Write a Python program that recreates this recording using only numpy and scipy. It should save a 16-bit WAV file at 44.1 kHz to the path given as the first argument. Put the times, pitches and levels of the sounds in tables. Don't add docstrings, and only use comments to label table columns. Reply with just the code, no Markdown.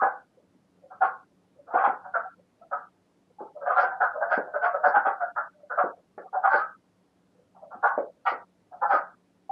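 import sys
import numpy as np
from scipy import signal
from scipy.fft import rfft, irfft
from scipy.io import wavfile
from scipy.ndimage import uniform_filter1d

SR = 44100
rng = np.random.default_rng(int(sys.argv[2]) if len(sys.argv) > 2 else 0)


def to_wav(sig):
    pcm = np.clip(np.atleast_2d(sig), -1, 1) * 32767
    pcm = np.round(pcm).astype(np.int16)
    wavfile.write(sys.argv[1], SR, pcm.T)


def how_loud(loudness_db):
    steps = np.asarray(loudness_db, float) / 20
    return 10 ** steps


N = 419391
RING = 12288
LEAD = .01


def evened(x):
    return x / np.sqrt(np.mean(x ** 2) + 1e-20)


def read(points, hz):
    f, value = np.transpose(points)
    return np.interp(np.log(hz + 1), np.log(f + 1), value)


def add(mix, s, sound):
    at = round(s * SR)
    sound = sound[max(-at, 0):]
    part = mix[max(at, 0):][:len(sound)]
    part += sound[:len(part)]


def resonate(x, hz, width):
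    r = np.exp(-np.pi * width / SR)
    return 2 * signal.lfilter([1 - r], [1, -r * np.exp(2j * np.pi * hz / SR)], x).real


def coloured(x, points):
    return irfft(rfft(x) * how_loud(read(points, np.fft.rfftfreq(len(x), 1 / SR))), len(x))


def peaked(x, db):
    return how_loud(db) * x / np.sqrt(uniform_filter1d(x ** 2, size=300).max())


def croak(row, length, rasp_db, noise):
    # frequency in Hz, level in dB.
    voice_band = [(120, -59.5), (250, -22.5), (380, -9.5), (500, -1.5), (1650, 1.5), (1850, -9.5),
                  (2600, -38.5), (5000, -83)]
    # frequency in Hz, level in dB per Hz.
    rasp_band = [(1500, -27), (1900, 7), (2300, -5), (2700, -10.5), (3350, -12), (3650, -28), (4200, -33.5),
                 (5000, -44)]
    pulses_per_s, rough = 210, 0.36
    tone_db, sag = -3.5, 0.071
    rasp_lag_s = .005
    s, db, low_hz, high_hz, strain_db = row

    t = np.arange(RING) / SR - LEAD
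    part = np.clip(t / length, 0, 1)
    effort = abs(np.sin(np.pi * part ** 1.1)) ** 1.3
    wobble = evened(uniform_filter1d(noise[0], size=250))

    turns = np.cumsum(pulses_per_s * (1 + .15 * wobble)) / SR
    pulses = np.diff(np.floor(turns), prepend=0) * how_loud(2.1 * noise[1])
    puffs = np.exp(-(turns % 1) / .4) * noise[2]
    drive = effort * ((1 - rough) * evened(pulses) + rough * evened(puffs))

    glide = 2 * np.pi * np.cumsum(1 + sag * (.5 - part) + .02 * wobble) / SR
    swell = abs(np.sin(np.pi * part ** 0.97)) ** 0.54
    tone = swell * (np.sin(low_hz * glide) + how_loud(strain_db) * np.sin(high_hz * glide))

    low = resonate(resonate(drive, low_hz, 65), low_hz, 580)
    low = low + 0.04 * resonate(drive, 0.76 * low_hz, 240)
    hoarse = 0.93 * resonate(drive, high_hz, 240) + resonate(drive, high_hz, 200)
    hoarse = hoarse - 0.79 * resonate(drive, 0.84 * low_hz, 140)
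    throat = how_loud(tone_db) * evened(tone) + evened(low) - how_loud(strain_db) * evened(hoarse)

    rasp_db = rasp_db + 0.7 * strain_db + .4 * max(db + 11, -12) + 9.0
    breath = np.roll(effort, round(rasp_lag_s * SR)) * puffs
    rasp = how_loud(rasp_db) * evened(coloured(breath, rasp_band))
    voice = coloured(throat, voice_band) + rasp
    return s - LEAD - .011, peaked(walls(voice, noise[3], tail_db=2.5, modes_db=-9.5), db - 7.0)


def cluck(row, noise):
    # frequency in Hz, level in dB.
    cluck_band = [(70, -45), (180, -6), (300, 0), (1700, 0), (2300, -12), (3000, -40), (5000, -70)]
    s, db, hz, t60, click_db = row
    t = np.maximum(np.arange(RING) / SR - LEAD, 0)
    ring = np.sin(2 * np.pi * hz * t) * how_loud(-60 * t / t60) * (1 - np.exp(-t / .0005))
    click = resonate(noise[0] * t * np.exp(-t / .003), 1200, 800)
    voice = coloured(evened(ring) + how_loud(click_db) * evened(click), cluck_band)
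    return s - LEAD + 0.0028, peaked(walls(voice, noise[1], tail_db=2.0, modes_db=-20.0), db - 6.0)


def wheeze(row, noise):
    # frequency in Hz, level in dB.
    air_band = [(2500, -27), (3300, 8.5), (6600, -2.5), (7400, -29.5), (9000, -57.5)]
    s, db, hz, length = row
    width = .2 * hz
    t = np.arange(RING) / SR
    breath = np.exp(-((t - length) / (0.47 * length)) ** 2)
    breath = signal.lfilter([1], [1, -np.exp(-1 / (0.012 * SR))], breath)
    flutter = how_loud(2.4 * evened(uniform_filter1d(noise[1], size=120)))
    air = resonate(resonate(noise[0], hz, width), hz, 1.4 * width)
    return s - length - .008, peaked(breath * flutter * coloured(air, air_band), db - 3.5)


def pip(row, noise):
    s, db, hz, length = row
    part = np.clip(np.arange(RING) / SR / length, 0, 1)
    waver = evened(uniform_filter1d(noise, size=300))
    swell = abs(np.sin(np.pi * part ** 0.52)) * how_loud(0.61 * waver)
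    return s, how_loud(db + 3.5) * swell * np.sin(2 * np.pi * hz * np.cumsum(1 + .015 * waver) / SR)


def frogs():
    # peak time in seconds, peak level in dB, low resonance in Hz,
    # high resonance in Hz, strain in dB.
    croaks = [(1.739, -8.5, 744, 1360, -13), (2.045, -30, 753, 1480, -8), (2.147, -14.5, 695, 1391, 0.5),
              (2.722, -17, 732, 1299, -1), (3.664, -14, 690, 1517, -8), (3.699, -13.5, 683, 1325, -1.5),
              (3.91, -26, 753, 1550, -8), (4.011, -11, 757.3, 1444, -1.5), (4.15, -23, 614, 1245, -14),
              (4.217, -14.5, 697.3, 1495, -10.5), (4.542, -15, 604.6, 1475, -6.5),
              (4.74, -14.5, 609, 1290, -5.5), (4.841, -7.5, 744, 1424, -0.5), (5.208, -16, 706, 1417, -5.5),
              (5.367, -17, 780, 1436, 11), (5.706, -22, 615, 1460, 8.5), (5.782, -11.5, 739, 1287, 0.5),
              (6.339, -15, 732.4, 1465, -19)]
    drawls = [
        (1.79, -16, 794, 1500, -3),
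        (3.763, -8, 718.4, 1416, 1.5),
        (3.811, -14.5, 750, 1385, -3),
        (4.305, -11.5, 714, 1519, 0),
        (4.622, -12, 699, 1447, -2),
        (4.884, -19.5, 756, 1325, -2.5),
        (6.509, -10, 834, 1500, 1),
        (6.538, -18, 808.6, 1531, -4),
        (8.899, -10.5, 792, 1474, -5.5),
        (8.934, -17.5, 643.6, 1340, -1.5),
    ]
    # time in seconds, peak level in dB, low resonance in Hz,
    # high resonance in Hz, rasp in dB.
    barks = [
        (0.022, -10.5, 781, 1484, -37.5),
        (1.017, -9, 769, 1432, -32),
        (1.84, -9.5, 770, 1310, -28),
        (4.947, -7.5, 816.5, 1463, -33.5),
        (5.054, -12.5, 770, 1388, -27.5),
        (6.441, -8.5, 772, 1384, -31),
        (7.837, -9.5, 794, 1482, -36.5),
        (8.263, -12, 772.4, 1310, -14),
        (8.824, -13.5, 807, 1355, -54),
    ]
    # time in seconds, peak level in
    # dB, low resonance in Hz, # strain in dB.
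    more_croaks = [(0.003, -19.5, 1129, -8.5), (0.377, -53.5, 485, -21), (0.832, -41.5, 559, -37),
                   (0.912, -34.5, 729, -2.5), (1.302, -56.5, 537, -21), (1.558, -53, 513, -7),
                   (1.592, -47, 552, -27.5), (1.674, -35, 618, -8), (1.706, -29, 763, -8),
                   (2.377, -51, 511, -14.5), (2.619, -43, 689.6, -13.5), (3.283, -51.5, 443, -20),
                   (3.398, -36, 816, -26), (3.408, -50, 1200, -27), (3.472, -49.5, 481, -3.5),
                   (3.559, -31, 585, -29), (3.616, -25.5, 570.5, -10.5), (4.474, -32, 608, -33),
                   (5.551, -69, 603, -18), (5.589, -49.5, 595, -7.5), (5.64, -49, 587, -28),
                   (6.248, -41, 718, -12.5), (6.262, -44.5, 1182, -4), (7.375, -51, 469, -21),
                   (7.557, -44, 779, -21.5), (7.622, -34, 651, -25.5), (7.641, -44, 577, -16),
                   (7.717, -30.5, 766.5, -6), (8.724, -32, 715, -14), (9.505, -28.5, 687, -24)]
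    # time in seconds, peak level in
    # dB, low resonance in Hz.
    second_phases = [(0.0445, -28.5, 1031), (1.0382, -19.5, 1096), (1.7749, -17, 1108), (3.7169, -18, 1112),
                     (4.0399, -22, 1148), (4.646, -19.5, 1148), (5.0667, -23.5, 1114), (5.3913, -34, 1178),
                     (6.464, -17.5, 1111), (6.5844, -19, 1252), (7.8614, -21, 1112), (8.282, -28, 1170),
                     (8.9423, -15, 1249)]
    # time in seconds, peak level in dB, pitch in Hz,
    # ring t60 in seconds, click level in dB.
    clucks = [(0.02, -21.5, 590, 0.01, -13.5), (0.547, -52.5, 277, 0.033, -9),
              (1.035, -32, 495, 0.023, -34.5), (1.74, -23, 499, 0.013, -12), (1.874, -27, 399, 0.0045, -17),
              (3.404, -31, 470, 0.012, -34), (4.375, -18.5, 542, 0.0068, -28.5),
              (4.869, -23, 580, 0.012, -4), (5.067, -27, 517, 0.016, -10),
              (5.838, -18.5, 511, 0.0063, -27.5), (6.176, -30.5, 500, 0.01, -5),
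              (6.54, -17, 591.6, 0.019, -12.5), (7.748, -44.5, 291, 0.011, -12),
              (7.975, -15.5, 556, 0.014, -24), (8.317, -28.5, 540, 0.011, -17),
              (8.934, -23, 560, 0.011, -7), (3.84, -37.5, 387, .016, -34), (4.964, -33, 258, 0.0047, -27.5)]
    # peak time in seconds, peak level in dB,
    # centre in Hz, length in seconds.
    wheezes = [(1.058, -66, 4400, 0.041), (1.848, -71.5, 3500, .12), (3.789, -56, 3850, .059),
               (3.82, -53, 4850, 0.05), (4.049, -67, 4270, 0.053), (4.342, -56, 4740, 0.065),
               (4.656, -62.5, 4695, .06), (4.882, -57, 4800, 0.065), (5.088, -72, 4160, .097),
               (6.467, -72.5, 4000, .03), (6.523, -65.5, 4500, .05), (6.559, -51.5, 4420, .095),
               (7.86, -62.5, 3720, .06), (7.864, -66, 6070, .07), (8.295, -53, 4500, 0.062),
               (8.926, -64.5, 4750, .07), (8.941, -55, 4620, 0.084)]
    # time in seconds, level in dB, pitch in Hz,
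    pips = [(.372, -56, 518, 0.029), (1.589, -51.5, 573, .02), (2.249, -38, 745, 0.046),
            (2.379, -61, 515, .04), (2.614, -46, 680, 0.027), (3.385, -43.5, 829, 0.059),
            (5.531, -58, 598, 0.079), (5.632, -48.5, 584, 0.03), (6.241, -47, 764, 0.045),
            (7.34, -64.5, 495, .05), (7.41, -65.5, 504, 0.063), (9.494, -29.5, 770, 0.032)]

    # its row, length in s, rasp in dB at no strain
    calls = [(row, .035, -35) for row in croaks]
    calls += [(row, .055, -27) for row in drawls]
    calls += [((s, db, hz, 1310, strain_db), .035, -29.5) for s, db, hz, strain_db in more_croaks]
    calls += [((s, db, hz, 1442, -9), .036, -21) for s, db, hz in second_phases]
    calls += [((s, db, low_hz, high_hz, -4.5), .035, rasp_db) for s, db, low_hz, high_hz, rasp_db in barks]

    mix = np.zeros(N)
    for row, length, rasp_db in calls:
        add(mix, *croak(row, length, rasp_db, rng.standard_normal((4, RING))))
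    for row in clucks:
        add(mix, *cluck(row, rng.standard_normal((2, RING))))
    for row in wheezes:
        add(mix, *wheeze(row, rng.standard_normal((2, RING))))
    for row in pips:
        add(mix, *pip(row, rng.standard_normal(RING)))
    return mix


def walls(x, noise, tail_db, modes_db):
    # frequency in Hz, level in dB, t60 in seconds.
    wall_modes = [(511, -2.5, 0.51), (579.2, 8, 0.18), (732, 3.5, 0.086), (834, -11, 0.093),
                  (930, -31, 5.0), (953, -19.5, 0.09), (1016, -19, 0.71), (1250, 5, 0.09),
                  (1333, -6.5, 0.26), (1433, -2, 0.098), (1550, -2.5, 0.66), (1760, -13.5, 0.14)]
    # frequency in Hz, t60 in seconds.
    wall_t60 = [(250, 0.17), (500, .3), (790, 0.27), (1600, 0.32), (2300, .24), (5000, 0.099)]
    hz, frame, z = signal.stft(noise, SR, nperseg=256)
    decay = how_loud(-60 * frame / read(wall_t60, hz)[:, None])
    tail = signal.istft(z * decay, SR, nperseg=256)[1][:RING]
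    t = np.arange(RING) / SR
    modes = np.zeros(RING)
    for k, (f, db, t60) in enumerate(wall_modes):
        ringing = how_loud(db - 60 * t / np.clip(t60, .1, .4))
        modes += ringing * np.sin(2 * np.pi * f * t + 3 * noise[k])
    reply = how_loud(tail_db) * evened(tail) + how_loud(modes_db) * evened(modes)
    reply *= (1 - np.exp(-t / 0.001)) / np.sqrt(RING)
    reply[0] = 1
    return signal.fftconvolve(x, reply)[:RING]


def suppressed(x, slope=3.7, deepest_db=22.5):
    # frequency in Hz, level in dB.
    gate = [(200, -74), (700, -75), (1500, -72), (3000, -85), (6000, -95.5)]
    # time in seconds, threshold rise in dB.
    clamps = [(.26, 2.5), (2.36, 4), (2.67, 8.5), (2.9, 5), (3.52, 7), (5.34, 11.5), (5.509, 13),
              (5.94, 14), (6.31, 10.5), (6.78, 8), (8.12, 15), (8.47, 7)]
    memory_s, bite_per_db, calm_db = 0.82, 0.328, -50.5
    clamp_s, wide_hz = 0.044, 2400
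    hz, t, z = signal.stft(x, SR, nperseg=512, noverlap=384)
    power = uniform_filter1d(uniform_filter1d(abs(z) ** 2, size=5, axis=0), size=7, axis=1)
    power = np.where(hz[:, None] > wide_hz, uniform_filter1d(power, size=9, axis=0), power)

    keep = np.exp(-(t[1] - t[0]) / memory_s)
    loudness_db = 10 * np.log10(abs(power).sum(0) + 1e-20)
    busy_db = signal.lfilter([1 - keep], [1, -keep], np.maximum(loudness_db - calm_db, 0))
    clamp_db = sum(db * np.exp(-((t - s) / clamp_s) ** 2) for s, db in clamps)
    threshold_db = read(gate, hz)[:, None] + bite_per_db * busy_db + clamp_db
    under_db = threshold_db - 10 * np.log10(abs(power) + 1e-20)
    gain = how_loud(-np.clip(slope * under_db, 0, deepest_db))
    return signal.istft(z * gain, SR, nperseg=512, noverlap=384)[1][:N]


def floor():
    # frequency in Hz, level in dB per Hz.
    hiss_band = [(25, -36), (60, -21), (100, -10.5), (180, -3.5), (300, -5), (600, -11), (1200, -19.5),
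                 (2500, -27), (5000, -31), (8000, -35), (11300, -37.5), (12500, -46), (14500, -52.5),
                 (16500, -51.5)]
    # frequency in Hz, width in Hz, level in dB.
    hum_lines = [
        (102, 5.8, -81.5),
        (181.5, 3, -73),
        (280.9, 7.6, -77),
    ]
    frames, hz = N // 256 + 5, np.fft.rfftfreq(1024, 1 / SR)
    a, b, patches = rng.standard_normal((frames, 513, 3)).T
    patches = evened(uniform_filter1d(uniform_filter1d(patches, size=5, axis=0), size=8, axis=1))
    patchy_db = read([(100, 1.5), (600, 1.8), (3000, 1.), (9000, .3)], hz)[:, None]
    z = (a + 1j * b) * how_loud(read(hiss_band, hz)[:, None] + patchy_db * patches)
    hiss = how_loud(-68) * evened(signal.istft(z, nperseg=1024, noverlap=768)[1][:N])
    noise = rng.standard_normal(N)
    return hiss + sum(how_loud(db) * evened(resonate(noise, f, width)) for f, width, db in hum_lines)


def scene():
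    return (suppressed(frogs()) + floor())[None]


def roll_off(x):
    return signal.sosfilt(signal.butter(12, 15000, fs=SR, output="sos"), x)


def record(dry):
    return roll_off(dry)


dry = scene()
out = record(dry)
to_wav(out)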